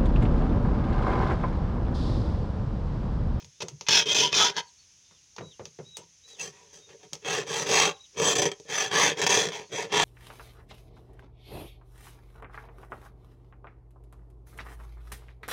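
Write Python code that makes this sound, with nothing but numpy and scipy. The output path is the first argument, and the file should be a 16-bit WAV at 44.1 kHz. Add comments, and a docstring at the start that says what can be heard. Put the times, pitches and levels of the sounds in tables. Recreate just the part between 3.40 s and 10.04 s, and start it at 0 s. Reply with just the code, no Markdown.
"""A bow hacksaw cuts a steel rod on a heavy wooden bench in an open shed, heard close by in mono.
Three bright strokes and a fainter one skate over the rod; after a few knocks the saw runs deeper
in its groove, snagging now and then. Random tooth strikes ring steel and wood resonances together.
Short noise bursts make the clicks and thuds, gliding sines the blade's squeaks and a chick's peeps.
Filtered noise is the yard behind; the microphone loses the deep bass and the extreme treble."""
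import sys
import numpy as np
from scipy import signal
from scipy.fft import rfft, irfft, next_fast_len
from scipy.io import wavfile
from scipy.ndimage import uniform_filter1d, map_coordinates

SR = 44100
rng = np.random.default_rng(int(sys.argv[2]) if len(sys.argv) > 2 else 0)


def store_pcm(level_fs):
    """Save levels as 16-bit WAV."""
    pcm = np.round(np.clip(level_fs, -1, 1) * 32767).astype(np.int16)
    wavfile.write(sys.argv[1], SR, np.atleast_2d(pcm).T)


N = 292824

# passes of the blade, before the trims in saw(): start_s, length_s, fastest_share (of the pass),
# rasp_db, hiss_over_rasp_db, bench_over_rasp_db
STROKES = [ (0.39, 0.262, .68, -22, 0.32, -12.2), (0.612, 0.31, 0.56, -22.5, -0.88, -6),
           (0.878, .26, 0.5, -22, -0.8, -8.3), (1.122, 0.1, 0.598, -29, -4.5, -8),
           (2.834, 0.18, 0.233, -62.5, 9, 4), (2.952, 0.18, .27, -43, 6.5, -1.5),
           (3.078, 0.28, .25, -61.5, -4, 3), (3.286, 0.1775, 0.2, -58, 5.5, 5.5),
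           (3.446, 0.14, 0.32, -57.5, -6.5, 8.5), (3.585, 0.098, 0.28, -53.5, -4, 7),
           (3.803, .26, 0.52, -31, -4, 1.3), (4.022, 0.26, 0.61, -32.5, -0.3, 1.44),
           (4.214, 0.33, 0.52, -23.5, -2, -0.4), (4.726, 0.43, 0.4, -26.5, -0.65, 3.3),
           (5.239, .276, 0.61, -30.5, -0.82, -3), (5.466, .29, 0.56, -22.5, -4, -1.8),
           (5.725, 0.41, 0.47, -25, -1.5, 1.5), (6.076, .2, 0.24, -39, -5, 0),
           (6.272, 0.22, .53, -35, -3.5, 3), (6.474, 0.36, .32, -24, -5.5, -0.5)]
# short brushes of the teeth on the rod: start_s, length_s, level_db
BRUSHES = [(0.0, 0.029, -52.5), (0.205, 0.0265, -34.5), (0.466, .014, -37.5), (2.57, 0.077, -58.5)]
# blade resonances while skating, then in the groove: pitch_hz, width_hz, relative_level_db
SKATE_MODES = [(951, 68, -3), (1252.7, 26, -14.5), (1485, 12, -9), (1650, 120, -8), (2050, 43, -2),
               (2535, 120, -1.5), (3150, 280, 0.5), (3526, 75, -10), (4160, 77, -9.5), (4390, 68, -9),
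               (5110, 75, -12), (5930, 54, -9), (6229, 81, -1.5), (7010, 62, -17.5), (6800, 56, -26.5)]
GROOVE_MODES = [(774, 102, 0), (954, 28, 1.5), (1780, 240, -3), (2270, 26, -15), (2710, 103, -4),
                (3208.4, 138.7, 1.18), (3435, 90, -3), (4674, 77, -0.5), (5070, 34, -7.5),
                (5726, 51, -21.5), (6041, 80, 7.5), (7373, 85, -0.5), (7823, 190, -5)]
# broad colour of the blade under those resonances: frequency_hz, relative_level_db
SKATE_RASP = [(400, -23), (620, -17.5), (780, -12.5), (1400, -15.5), (2300, -12.5), (2900, -14), (3500, -4),
              (4300, -13.5), (5400, -4.5), (6400, -9.5), (7200, -17.5), (8300, -39), (11000, -44)]
GROOVE_RASP = [(400, -64), (650, -15), (1100, -4), (1350, -13), (1800, -9), (2600, -5.5), (2900, -15.5),
               (3400, -9.5), (4300, -11.5), (5400, -6), (6400, 0.5), (7100, -8.5), (8300, -20.5),
               (11000, -35)]
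# the blade skates on the rod before this time and runs in its groove after it
SEATED_S = 2.5


def saw():
    """Skating teeth ring bright; in the groove the rasp is deeper and throws more chips."""
    out = np.zeros(N)
    skate = lambda: body(SKATE_RASP, flexed(SKATE_MODES, shift=0.0015, spread_db=5.8), modes_db=-2)
    groove = lambda: body(GROOVE_RASP, flexed(GROOVE_MODES, shift=0.0058, spread_db=1.6), modes_db=-2)
    for row in STROKES:
        start_s = row[0]
        if start_s < SEATED_S:
            x = stroke(row, skate(), rate=2600, scatter_db=3.0, chatter_db=1.5, ring_db=-4.5,
                       rasp_db=-0.6, edge_db=0.2, bench_db=-1.0, fizz_db=-20.5)
        else:
            x = stroke(row, groove(), rate=1800, scatter_db=3.0, chatter_db=1.7, ring_db=-3.5,
                       rasp_db=0.82, edge_db=0.36, bench_db=0.2, fizz_db=-13.5)
        add(out, start_s, x)
    for start_s, length_s, level_db in BRUSHES:
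        force = teeth(np.ones(int(length_s * SR)), rate=3500, scatter_db=2, chatter_db=1.5, rub=.5)
        add(out, start_s, amp(level_db) * through(np.pad(force, (0, SR // 8)), skate()))
    return out


# bench resonances: pitch_hz, width_hz, relative_level_db
BENCH = [(125, 12, -7.5), (167.4, 49.9, -3), (306, 31.6, -3.5), (412.47, 27.5, 7), (452.6, 30.3, 8),
         (571, 45, -1)]
# broad colours of the bench wood and of flying chips: frequency_hz, relative_level_db
WOOD = [(30, -55.5), (70, -29.5), (140, -30), (240, -21.5), (500, -8), (650, -31.5), (1200, -69.5)]
FIZZ = [(5000, -25.5), (7600, 13), (9200, 2.5), (11000, -6.5), (13000, -21.5), (15200, -9.5), (16000, -11)]
# snags in mid-pass, at full strength in the tooth edges: release_s, stuck_s, jerk_db
SNAGS = [(0.5056, 0.0068, 0), (0.746, 0.016, 0.5), (4.226, 0.0025, 7.5), (4.928, .003, -2.5),
         (4.954, 0.022, 5.5), (4.98, .013, 7), (5.017, 0.01434, 13), (5.054, .01, 11.5),
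         (5.116, 0.027, 14.5), (5.816, 0.013, 7.5), (5.865, 0.0213, 5.5), (5.892, 0.0166, 0),
         (6.087, .012, 9)]
# each layer grows as this power of the blade's speed
RASP_POWER, HISS_POWER, BENCH_POWER = 1.67, 2.16, 1.41
# the first pass is already under way when the teeth land on the rod
TOUCHDOWN_S = 0.485
# after each turn of the arm the teeth hold for a moment before they slide
HOLD_S = .044
# the bench rocks under the blade, so that its drumming comes in lumps
ROCK_DB, ROCK_PER_S = 2.07, 70
# at full speed the teeth outrun the bench's low modes, and its drumming sags by this much
OUTRUN_DB = 5.5
# below this the blade's rasp, above it the hiss of the tooth edges
EDGE_HZ = 4000


def stroke(row, steel, rate, scatter_db, chatter_db, ring_db, rasp_db, edge_db, bench_db, fizz_db):
    """One pass of the blade: the same tooth strikes ring the steel, drum the bench and throw chips."""
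    start_s, length_s, fastest_share, rasp_peak, hiss_over, bench_over = row
    speed = swing(length_s, fastest_share)
    t = start_s + np.arange(len(speed)) / SR
    speed_db = 20 * np.log10(speed)
    rasp = rasp_peak + RASP_POWER * speed_db
    edge = rasp_peak + hiss_over + HISS_POWER * speed_db
    bench = rasp_peak + bench_over + BENCH_POWER * speed_db
    bench += ROCK_DB * wobble(ROCK_PER_S, len(t)) - OUTRUN_DB * speed ** 4
    force = teeth(np.maximum(speed, .35), rate=rate, scatter_db=scatter_db, chatter_db=chatter_db, rub=0.38)
    force = force * (t >= TOUCHDOWN_S)
    snag = snagging(t, [(start_s + HOLD_S, HOLD_S, 0), *SNAGS])

    def drive(db, response):
        pushed = np.pad(force * amp(db), (0, SR // 8))
        return through(pushed, response / np.linalg.norm(response))

    # the flexing blade carries the lower rasp, the tooth edges the hiss above it
    blade = drive(rasp + rasp_db + 0.72 * snag, band(steel, EDGE_HZ, "low", order=5))
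    blade += drive(edge + edge_db + snag, band(steel, EDGE_HZ, "high", order=5))
    blade += drive(edge + fizz_db + snag, body(FIZZ))
    ring = bending(blade, len(t), t60=0.044, count=5)
    wood = drive(bench + bench_db + 0.54 * snag, body(WOOD, BENCH))
    return (blade + amp(ring_db) * ring) / np.hypot(1, amp(ring_db)) + wood


def swing(length_s, fastest_share):
    """Speed of the arm over one pass, 0-1: from rest to full speed and back to rest."""
    u = np.linspace(0, 1, int(length_s * SR))
    turn = np.interp(u, [0, np.clip(fastest_share, .05, .95), 1], [0, .5, 1])
    return np.abs(np.sin(np.pi * turn)) + 1e-4


def teeth(speed, rate, scatter_db, chatter_db, rub):
    """Force of steady strength: uneven tooth strikes, denser with speed, clumped by chatter, over rubbing."""
    n = len(speed)
    struck = rng.random(n) < rate * speed / SR
    strikes = struck * amp(scatter_db * np.clip(rng.standard_normal(n), -2, 2))
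    force = unit(strikes - strikes.mean()) + rub * rng.standard_normal(n)
    force = force * amp(chatter_db * wobble(169.0, n))
    # the hand keeps the mean pressure even over a few hundredths of a second
    return force / np.sqrt(np.abs(uniform_filter1d(force ** 2, size=1100)) + 1e-9)


# a stuck blade falls quiet at this rate down to a floor; the jerk dies with this time constant
STALL_DB_PER_S, STALL_DEPTH_DB, JERK_S = 1693.5, 15.5, 0.0089


def snagging(t, snags):
    """Gain in dB: the scrape dies away while the blade sticks and flares as it breaks free."""
    db = np.zeros(len(t))
    for release_s, stuck_s, jerk_db in snags:
        stall = np.clip(STALL_DB_PER_S * (t - release_s + stuck_s), 0, STALL_DEPTH_DB)
        db -= stall * (t < release_s)
        db += jerk_db * np.exp(-np.abs(t - release_s) / JERK_S) * (t >= release_s)
    return db


# the grip damps every mode of the saw to at least this width
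NARROWEST_HZ = 38


def flexed(modes, shift, spread_db):
    """Each pass bends the blade differently, which nudges the pitch and strength of its modes."""
    chance = rng.standard_normal((len(modes), 2))
    return [(hz * (1 + shift * a), max(width, NARROWEST_HZ), db + spread_db * b)
            for (hz, width, db), (a, b) in zip(modes, chance)]


def bending(blade, length, t60, count):
    """The free length of the blade changes along the stroke, so one fine ring fades into the next."""
    travel = np.minimum(np.arange(len(blade)) / length, 1) * (count - 1)
    shares = [np.cos(np.clip(travel - k, -1, 1) * np.pi / 2) for k in range(count)]
    return sum(through(blade * share, ringing(t60)) for share in shares)


def ringing(t60):
    """The dense, short ring of blade and frame: decaying noise of energy 1."""
    t = np.arange(SR // 4) / SR
    x = rng.standard_normal(len(t)) * amp(-60 * t / t60)
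    return x / np.linalg.norm(x)


# the blade sings in one of its modes: start_s, length_s, pitch_hz (centre), level_db
SQUEAKS = [(0.681, 0.064, 3229, -23), (0.802, 0.092, 974, -25), (0.931, 0.0166, 2544, -20),
           (0.989, .062, 1298, -25.5), (1.026, .08, 961, -27.5), (1.166, 0.045, 973, -36),
           (2.983, 0.05, 2650, -34)]


def squeaks():
    """For a moment the blade sticks and slips in step with one of its modes: a wavering sine."""
    out = np.zeros(N)
    for start_s, length_s, pitch_hz, level_db in SQUEAKS:
        n = int(length_s * SR)
        pitch = pitch_hz * (1 + 0.024 * wobble(400, n))
        tone = np.sin(2 * np.pi * np.cumsum(pitch) / SR)
        add(out, start_s, amp(level_db) * np.hanning(n) * tone)
    return out


# steel touches steel, before the trims in taps(): start_s, level_db, knock_over_db (bench),
# fizz_over_db (chips)
TAPS = [(0.046, -36, -19, -26.5), (0.2038, -40, 2.5, -22), (0.2221, -27, -5, -16), (0.284, -28, -22, -20),
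        (0.4104, -26.5, -15.5, -40), (0.4859, -14, -13.5, -24.5), (1.9641, -33.5, -20, -43.5),
        (1.9832, -36.5, -5, -43.5), (2.2545, -28, -18, -33), (2.5694, -30.5, -17, -9.5),
        (3.7324, -20.5, -19.5, -21.5), (3.753, -33.5, -16, -43.5), (5.199, -39.5, 0, -23),
        (5.2521, -53.5, 8, -18)]
# broad colour of the click: frequency_hz, relative_level_db
CLICK = [(200, -35), (900, 6.5), (1500, -5), (2600, 4), (4000, 2.5), (6600, 10.5), (7800, -24),
         (11000, -25)]
# the longer of the two rings in a tap
TAP_T60_S = 0.093


def taps():
    """The blade clicks against the rod, cracks off chips and knocks the bench under it."""
    out = np.zeros(N)
    steel, wood, chips = body(CLICK), body(WOOD, BENCH), body(FIZZ)
    for start_s, level_db, knock_db, fizz_db in TAPS:
        blow = ringing(t60=0.011) + amp(-3.0) * ringing(t60=TAP_T60_S)
        layers = [(steel, level_db + 2), (wood, level_db + knock_db), (chips, level_db + fizz_db + 8.0)]
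        for response, peak_db in layers:
            x = through(blow, response)
            add(out, start_s, amp(peak_db) * x / np.abs(x).max())
    return out


# the rod is bumped on the bench: start_s, peak_db, dull_above_hz
BUMPS = [(0.017, -47.5, 110), (0.227, -31, 686), (0.315, -38, 90), (1.709, -50, 1500), (1.982, -29, 1400),
         (2.009, -31, 590), (2.195, -29.5, 700), (2.388, -30.5, 600), (2.585, -41, 673),
         (3.024, -44.5, 400), (3.07, -46, 300), (3.725, -42.5, 600)]
# broad colour of the thud: frequency_hz, relative_level_db
THUD = [(30, -61), (75, -12.5), (165, 2.5), (260, -15), (440, 3.5), (700, -7.5), (1500, -3.5), (5000, 5),
        (12000, -22)]
# how long the thud lasts: frequency_hz, t60_s
THUD_DECAY = [(100, 0.33), (170, 0.28), (450, 0.17), (1200, 0.14), (6000, 0.03)]


def bumps():
    """Soft blows on the bench: the low notes of the plank last longest."""
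    out = np.zeros(N)
    for start_s, peak_db, dull_hz in BUMPS:
        thud = band(through(tail(THUD_DECAY), body(THUD)), dull_hz, "low", order=2)
        add(out, start_s, amp(peak_db) * thud / np.abs(thud).max())
    return out


# chick calls, before waver, swell and echo: start_s, length_s, top_pitch_hz, level_db
PEEPS = [(0.124, 0.207, 3600, -68), (1.22, 0.084, 4523, -59), (1.378, 0.064, 4450, -62.5),
         (1.615, 0.2, 3653, -69.5), (2.005, 0.149, 3894, -56), (2.444, 0.16, 3875, -54),
         (2.825, 0.162, 3945, -56.5), (3.38, 0.16, 3720, -63), (3.814, 0.221, 3650, -64),
         (4.518, 0.061, 3900, -58), (4.592, 0.0745, 3870, -55), (6.195, 0.126, 4430, -65)]
# glide within a call: share_of_call, share_of_top_pitch
PEEP_SHAPE = [(0, .93), (.12, .99), (.3, 1), (.7, .99), (.84, .81), (1, .67)]
# echo of the shed, also used for the chick: frequency_hz, t60_s
SHED = [(150, 0.15), (1000, 0.25), (4000, 0.12), (12000, 0.076)]


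def chick(echo_db, wall_s):
    """Thin whistles that rise, hold and fade as they drop; echoes from the yard break them up."""
    out = np.zeros(N)
    for start_s, length_s, top_hz, level_db in PEEPS:
        u = np.linspace(0, 1, int(length_s * SR))
        glide = np.interp(u, *np.transpose(PEEP_SHAPE))
        # the pitch is least steady where it is low
        waver = (0.0032 + 0.085 * (1 - glide)) * wobble(157.5, len(u))
        phase = 2 * np.pi * np.cumsum(top_hz * glide * (1 + waver)) / SR
        swell = np.abs(np.sin(np.pi * u)) ** .5 * glide ** 2
        swell = swell * amp(level_db + 2.3 * wobble(46.8, len(u)))
        peep = swell * (np.sin(phase) + 3 * (1 - glide) * np.sin(2 * phase))
        add(out, start_s, amp(1) * peep)
        add(out, start_s + wall_s, amp(-3.5) * peep)
    return out + amp(echo_db) * through(out, tail(SHED))


# broad colour of the open air: frequency_hz, relative_level_db
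YARD = [(18, -46.5), (30, -7.5), (81, 0.5), (263, -15), (622, -20.5), (970, -19), (1300, -20.5),
        (1680, -17.5), (2620, -12), (4420, -12), (6370, 0.5), (8060, -23.5), (9940, -21.5), (13600, -42.5),
        (15500, -34)]


def yard(level_db):
    """Steady outdoor hiss with a faint rumble: coloured noise whose level drifts slightly."""
    hiss = unit(through(rng.standard_normal(N), body(YARD)))
    return amp(level_db + 0.47 * wobble(3.6, N)) * hiss


def tail(decays):
    """Noise of energy 1 in which each frequency dies at its own speed."""
    hz, t, z = signal.stft(rng.standard_normal(SR // 2), SR, nperseg=256)
    fade = amp(-60 * t / along(decays, hz)[:, None])
    x = signal.istft(z * fade, SR, nperseg=256)[1]
    return x / np.linalg.norm(x)


GRID = np.fft.rfftfreq(8192, 1 / SR)


def body(colour, modes=(), modes_db=0):
    """Causal impulse response, of energy 1, of a broad colour with resonances standing on it."""
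    power = amp(along(colour, GRID)) ** 2
    for hz, width, db in modes:
        power = power + amp(db + modes_db) ** 2 / (1 + ((GRID - hz) / width) ** 2 * 2) ** 2
    # folding the cepstrum makes the response minimum-phase: it starts at once
    cepstrum = irfft(np.log(power + 1e-12) / 2)
    half = len(cepstrum) // 2
    cepstrum[1:half] *= 2
    cepstrum[half + 1:] = 0
    response = irfft(np.exp(rfft(cepstrum)))[:half]
    return response / np.linalg.norm(response)


def through(x, response):
    """Convolve, keeping the length."""
    return signal.fftconvolve(x, response)[:len(x)]


def band(x, hz, kind, order):
    """Butterworth low-pass or high-pass."""
    return signal.sosfilt(signal.butter(order, hz, kind, fs=SR, output="sos"), x)


def wobble(rate, size):
    """A smooth random curve, rate knots a second."""
    return map_coordinates(rng.standard_normal(4096), [np.arange(size) * rate / SR], mode="wrap")


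def along(points, hz):
    """Interpolate (frequency, value) points on a log frequency axis."""
    f, v = np.transpose(points)
    return np.interp(np.log(hz + 1), np.log(f + 1), v)


def amp(db):
    """Decibels to gain."""
    return 10 ** (np.asarray(db) / 20)


def unit(x):
    """Scale to rms 1."""
    return x / np.sqrt(np.mean(x ** 2) + 1e-20)


def add(track, start_s, x):
    """Mix x into the track from start_s."""
    i = max(0, round(start_s * SR))
    track[i:i + len(x)] += x[:max(0, N - i)]


def scene():
    """Everything at the bench is answered faintly by the shed; chick and yard lie behind it."""
    near = saw() + squeaks() + taps() + bumps()
    shed = amp(-15.5) * through(near, tail(SHED))
    far = chick(echo_db=-8, wall_s=.011)
    return (near + shed + far + yard(level_db=-59.5))[None]


# band limit of the microphone
TOP_HZ = 15830


def record(dry):
    """The phone's microphone thins out the deep bass and keeps nothing above its band limit."""
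    thin = band(dry, hz=52.8, kind="high", order=3)
    m = next_fast_len(N + SR // 4)
    kept = np.fft.rfftfreq(m, 1 / SR) < TOP_HZ
    return irfft(rfft(thin, m) * kept, m)[..., :N]


dry = scene()
out = record(dry)
store_pcm(out)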